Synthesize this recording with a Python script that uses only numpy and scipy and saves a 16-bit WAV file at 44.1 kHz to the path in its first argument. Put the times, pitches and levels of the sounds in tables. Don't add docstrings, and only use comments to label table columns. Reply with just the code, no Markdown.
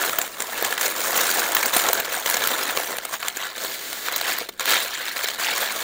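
import sys
import numpy as np
from scipy import signal
from scipy.fft import rfft, irfft, next_fast_len
from scipy.io import wavfile
from scipy.ndimage import map_coordinates

SR = 44100
rng = np.random.default_rng(int(sys.argv[2]) if len(sys.argv) > 2 else 0)


def int16_out(signal):
    q = np.round(np.clip(np.atleast_2d(signal).T, -1, 1) * 32767)
    wavfile.write(sys.argv[1], SR, q.astype(np.int16))


N = 257103
TIME = np.arange(N) / SR
GRAIN = 1024
GRAIN_HZ = np.fft.rfftfreq(GRAIN, 1 / SR) + 1
TOP_HZ = 16100

# hz, level_db (per Hz)
NEWSPRINT = [(60, -26), (165, -19), (230, -10.5), (340, -6), (620, -1.4), (850, -4), (1600, 0.63),
             (2700, -7), (3900, -5), (5100, -12), (7200, -5), (10300, -13.5), (13300, -9.3), (15500, -0.5),
             (16400, -38.5)]


def undb(db):
    return 10 ** (np.asarray(db) / 20)


def curve(table, t):
    s, *columns = np.transpose(table)
    return [np.interp(t, s, column) for column in columns]


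def unit(x):
    return x / np.sqrt(np.mean(np.abs(x) ** 2, axis=-1, keepdims=True) + 1e-18)


def response(points, size):
    hz, db = np.transpose(points)
    f = np.fft.rfftfreq(size, 1 / SR) + 1
    outline_db = np.interp(np.log(f), np.log(hz), db)
    cepstrum = irfft(np.log(unit(undb(outline_db))))
    cepstrum[1:size // 2] *= 2
    cepstrum[size // 2 + 1:] = 0
    return np.exp(rfft(cepstrum))


def colour(x, points):
    size = 2 * next_fast_len(N // 2 + GRAIN)
    return irfft(rfft(x, size) * response(points, size))[:N]


def zones(f):
    body_edge_hz, crisp_edge_hz = 850, 5000
    body = 1 / (1 + (f / body_edge_hz) ** 4)
    crisp = 1 - 1 / (1 + (f / crisp_edge_hz) ** 6)
    return body, 1 - body - crisp, crisp


def bumps(f, peaks):
    return sum(db / (1 + (2 * (f - hz) / width) ** 2) for hz, width, db in peaks)


def wander(t, per_s, f=np.zeros(1), every_hz=1):
    knots = np.clip(rng.standard_normal((128, 512)), -1.8, 1.8)
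    where = np.meshgrid(f / every_hz, t * per_s, indexing="ij")
    return map_coordinates(knots, where, order=2, mode="mirror")


def place(times, grains):
    index = (times * SR).astype(int)[:, None] + np.arange(GRAIN)
    return np.bincount(index.ravel(), grains.ravel(), N + GRAIN)[GRAIN // 2:][:N]


def mode(hz):
    quality = 9
    centre_hz = hz[:, None]
    return 1 / (1 + 1j * quality * (GRAIN_HZ / centre_hz - centre_hz / GRAIN_HZ))


def buckle(fall_ms, fibre_db, ring, count=4):
    lowest_hz, highest_hz = 484.4, 12830
    t_ms = (np.arange(GRAIN) - GRAIN // 2) / SR * 1000
    age = t_ms / fall_ms[:, None]
    swell = np.where(age < 0, np.exp(-age ** 2 * 2.95), np.exp(1 - np.hypot(age, 1)))
    chance = rng.standard_normal((len(fall_ms), 2, GRAIN))
    fibre_size = undb(fibre_db * np.minimum(chance[:, 1], 2))
    clicks = chance[:, 0] * fibre_size * swell
    log_hz = rng.uniform(np.log(lowest_hz), np.log(highest_hz), (len(fall_ms), count))
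    ringing = sum(mode(hz) for hz in np.exp(log_hz).T)
    return rfft(clicks) * (1 + ring * ringing)


def creasing(size_db, fall_ms, tilt_db):
    per_s = 360
    count = int(per_s * N / SR)
    times = np.clip((np.arange(count) + rng.uniform(-2, 2, count)) / per_s, 0, N / SR)
    size, length, tilt = np.clip(rng.standard_normal((count, 3)), -2, 1.5).T
    spectra = buckle(fall_ms * undb(3 * length + 3 * tilt), fibre_db=3, ring=4)
    body, middle, crisp = zones(GRAIN_HZ)
    spectra = spectra * (body + middle + crisp * undb(tilt_db * tilt)[:, None])
    spectra = unit(spectra * response(NEWSPRINT, GRAIN))
    return unit(place(times, irfft(spectra) * undb(size_db * size)[:, None]))


def ticking(size_db):
    per_s, fall_ms = 30, 1.5
    count = int(per_s * N / SR)
    times = np.clip((np.arange(count) + rng.random(count)) / per_s, 0, N / SR)
    spectra = buckle(np.full(count, fall_ms), fibre_db=0, ring=0.89)
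    _, middle, crisp = zones(GRAIN_HZ)
    spectra = unit(spectra * response(NEWSPRINT, GRAIN) * (crisp + middle / 2))
    return unit(place(times, irfft(spectra) * undb(size_db * rng.random(count))[:, None]))


def sliding(grain_db):
    slips, size = rng.standard_normal((2, N))
    return unit(colour(slips * undb(grain_db * size), NEWSPRINT))


def held(t, start, length):
    attack_s, release_s = 0.025, 0.053
    rise = np.clip((t - start) / attack_s + .5, 0, 1)
    return rise * np.exp(-np.maximum(t - start - length, 0) / release_s)


def handling(t):
    # start_s, length_s, level_db, body_db, crisp_db
    strokes = [(0.0, 0.065, -23, 5.5, -2), (0.103, 0.15, -34, 7.5, 1), (0.386, 0.015, -36.5, 14, 5),
               (0.525, 0.42, -28.5, 3.5, -3.5), (0.564, 0.1, -27, 1, -2.5), (0.803, 0.042, -25, -8, 1),
               (0.96, 0.16, -26, 5, 2.5), (1.131, 0.29, -20.5, 3, -1), (1.464, 0.23, -25.5, 5, -2.5),
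               (1.731, 0.038, -17.5, 0.5, 0.5), (1.833, 0.052, -20.5, 7, -1), (1.928, 0.11, -24.5, 7, -5.5),
               (2.105, 0.064, -25.5, 4, -2), (2.253, 0.076, -23, 2.5, -1.5), (2.364, 0.35, -23.5, 3.5, -3),
               (2.75, 0.06, -27, 6.5, -1.5), (2.88, 0.045, -28.5, 9, -2), (3.129, 0.019, -23, -5, -1.5),
               (3.23, 0.078, -32, -18, -9), (3.387, 0.061, -26, -3, -10), (3.609, 0.033, -29.5, 6.5, 3),
               (3.698, 0.37, -46, -14, 12), (4.053, 0.29, -26, -1.5, -6.5), (4.269, 0.037, -20, -1.5, -6),
               (4.6, 0.27, -27, -2, -5), (4.671, 0.074, -17.5, -1, -5.5), (4.917, 0.16, -28, -19, -7),
               (5.155, 0.15, -27, -3, -4.5), (5.39, 0.079, -22, -5, -6.5), (5.473, 0.18, -22, -1.5, -6.5),
               (5.696, 0.15, -26.5, -0.5, -3)]
    # start_s, length_s, level_change_db
    rests = [(0.276, 0.12, -3), (0.454, .06, 1), (2.019, 0.026, -8.5), (3.003, 0.027, -4),
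             (3.164, 0.031, -14.5), (3.306, 0.042, -4), (3.502, 0.064, -2.5), (4.466, 0.1285, -16.5)]
    stir_db, stir_body_db, stir_crisp_db = -32.5, 1.5, -3.5
    ease_s, grip_s = 0.045, 0.0073
    eased_db = 0
    for start, length, change_db in rests:
        inside = np.minimum((t - start) / ease_s, (start + length - t) / grip_s)
        eased_db = eased_db + change_db * np.clip(inside + .5, 0, 1)
    power = undb([[stir_body_db], [0], [stir_crisp_db]]) ** 2 * undb(stir_db) ** 2
    for start, length, level_db, body_db, crisp_db in strokes:
        gain = undb(level_db) * held(t, start, length)
        power = power + np.outer(undb([body_db, 0, crisp_db]), gain) ** 2
    return undb(eased_db) * np.sqrt(power)


def rustle(surge_db, flash_db, tick_db):
    # s, sliding_db (power share of the rustle, at most all of it), tightness (0-1)
    wrap = [(0, -3.5, 0), (3.25, -5, 0.1), (3.5, -6, 0.37), (3.75, -3, 1), (4.0, 4, 0.95),
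            (4.12, -5.5, 0.53), (4.7, -3.5, 1), (5.1, -6.5, 0.75), (5.8, -3, 0.4)]
    # hz, width_hz, gain_db (at tightness 1)
    wrap_modes = [(350, 74, 1), (1030, 610, -4), (2050, 230, 1.5), (4330, 2500, 5), (6100, 1000, -1)]
    share = np.clip(undb(curve(wrap, TIME)[0]) ** 2, 0, 1)
    creases = creasing(size_db=3.5, fall_ms=1.65, tilt_db=4.0) + undb(tick_db) * ticking(size_db=11)
    paper = np.sqrt(1 - share) * unit(creases) + np.sqrt(share) * sliding(grain_db=3.5)

    f, t, spectra = signal.stft(paper, SR, nperseg=GRAIN // 2)
    body_gain, middle_gain, crisp_gain = handling(t)
    slide_db, tight = curve(wrap, t)
    uneven = np.sqrt(np.clip(1 - undb(slide_db) ** 2, 0, 1))
    crisp_gain = crisp_gain * undb(flash_db * uneven * wander(t, 55)[0])
    surges_db = surge_db * uneven * wander(t, 45)
    body, middle, crisp = zones(f[:, None])
    pockets_db = (1.8 + crisp) * uneven * wander(t, 35, f, 270) - .4
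    wrap_db = tight * bumps(f, wrap_modes)[:, None]
    hands = body * body_gain + middle * middle_gain + crisp * crisp_gain
    spectra = spectra * undb(surges_db + pockets_db + wrap_db) * hands
    return signal.istft(spectra, SR)[1][:N]


def snaps():
    # s, level_db, body_db, fall_ms (held to 0.4-3), facet_hz (main mode)
    snap_table = [(0.095, -23, -11, 1.6, 2570), (0.1321, -21.5, -19, 1, 1270),
                  (0.1864, -13, -12, 2.1, 15000), (0.2155, -19.5, -18, 1.7, 7950),
                  (0.4039, -21, -16, 1.8, 7440), (0.422, -21, -19, 2.1, 9100),
                  (0.6252, -19.5, -2, 0.9, 14100), (0.648, -17.5, -20, 2.5, 7240),
                  (0.7253, -18.5, -17, 2.3, 1610), (0.7788, -19.5, -31, 2.2, 1940),
                  (0.812, -18.5, -18, 2.3, 6300), (0.863, -18.5, -29, 3.2, 5550),
                  (1.1768, -15, -14, 3.6, 14100), (1.52, -21, -20, 2, 7900), (1.55, -11, -33, 3.2, 15300),
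                  (1.5676, -14, -33, 1, 1860), (1.6296, -14.5, -27, 3.4, 2250),
                  (1.6588, -15, -34, 3.1, 14800), (1.7659, -12, -7, 3.2, 9500),
                  (1.8879, -15.5, -20, 1, 7240), (1.9318, -11.5, -22, 1.1, 15300),
                  (2.001, -19.5, -19, 3.5, 14000), (2.2609, -17.5, -31, 2.9, 5800),
                  (2.2995, -16, -40, 0.74, 15700), (2.342, -16.5, -12, 4.3, 5900),
                  (2.3687, -20, -6, 1.4, 6960), (2.4738, -15.5, -30, 1.6, 15100),
                  (2.7733, -17.5, -5, 1.2, 2380), (2.801, -27, -4, 2.3, 1800),
                  (2.9686, -27.5, -9, 1.6, 12300), (2.9847, -24, -7, 1.5, 3240),
                  (3.0516, -23, -10, 2, 8600), (3.14, -27, -6, 3.7, 1040), (3.229, -22.5, -34, 3.4, 1100),
                  (3.284, -18, -35, 0.56, 6840), (3.371, -24.5, -8, 2.4, 6450), (3.648, -26, -2, 3, 4500),
                  (3.9298, -26, -20, 1.1, 4900), (4.085, -20.5, -15, 0.92, 1220),
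                  (4.124, -25.5, -15, 1.8, 7500), (4.1615, -17, -36, 2, 16700), (4.213, -21, -9, 1.6, 4000),
                  (4.386, -22.5, -18, 0.82, 15000), (4.413, -33.5, 6.5, 3, 460),
                  (4.4901, -26.5, -5.5, 3.2, 3730), (4.5965, -23, -16, 1.3, 3770),
                  (4.607, -23.5, -9, 2.6, 3530), (4.6565, -20.5, -22, 1, 3920),
                  (5.243, -21.5, -8, 3.6, 4300), (5.2858, -21, -14, 2, 3550), (5.619, -31, -5, 0.78, 15000)]
    times, level_db, body_db, fall_ms, facet_hz = np.transpose(snap_table)
    spectra = buckle(np.clip(fall_ms, .4, 3), fibre_db=1, ring=1)
    spectra = spectra * (1 + 2 * mode(facet_hz)) * response(NEWSPRINT, GRAIN) * (GRAIN_HZ < TOP_HZ)
    even_hz, crisp_db_per_octave = 4900, 4.5
    crisp = undb(crisp_db_per_octave * np.log2(facet_hz / even_hz))
    both = np.hypot(1, crisp)
    gains = undb(level_db) * np.array([undb(body_db), 1 / both, crisp / both])
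    shaped = sum(unit(spectra * weight) * gain[:, None] for weight, gain in zip(zones(GRAIN_HZ), gains))
    return place(times, irfft(shaped) * np.sqrt(.005 * SR))


def yard(x, tail_db, t60_s, dull_hz):
    t = TIME[:SR // 2]
    tail = rng.standard_normal(len(t)) * np.exp(-np.log(1000) * t / t60_s)
    low_pass = signal.butter(1, dull_hz, fs=SR, output="sos")
    echo = signal.sosfilt(low_pass, tail / np.linalg.norm(tail))
    return x + undb(tail_db) * signal.fftconvolve(x, echo)[:N]


def scene():
    # hz, level_db (per Hz)
    air_outline = [(25, -5.5), (100, -8), (400, 1), (900, -15.5), (3000, -76), (7000, -29), (15000, -35)]
    air_db = -54.5
    paper = rustle(surge_db=1.45, flash_db=2.5, tick_db=-8) + snaps()
    paper = yard(paper, tail_db=-14, t60_s=0.097, dull_hz=3550)
    air = undb(air_db) * colour(rng.standard_normal(N), air_outline)
    mono = paper + air
    return np.array([mono, mono])


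def record(dry):
    # hz, width_hz, gain_db
    mic_peaks = [(7960, 520, -2), (8890, 73, 8.5)]
    ceiling = .95
    gain = undb(bumps(np.fft.rfftfreq(2 * N, 1 / SR), mic_peaks))
    coloured = irfft(rfft(dry, 2 * N) * gain)[:, :N]
    rounded = ceiling * np.tanh(coloured / ceiling)
    return signal.sosfilt(signal.ellip(10, .2, 80, TOP_HZ, fs=SR, output="sos"), rounded)


dry = scene()
out = record(dry)
int16_out(out)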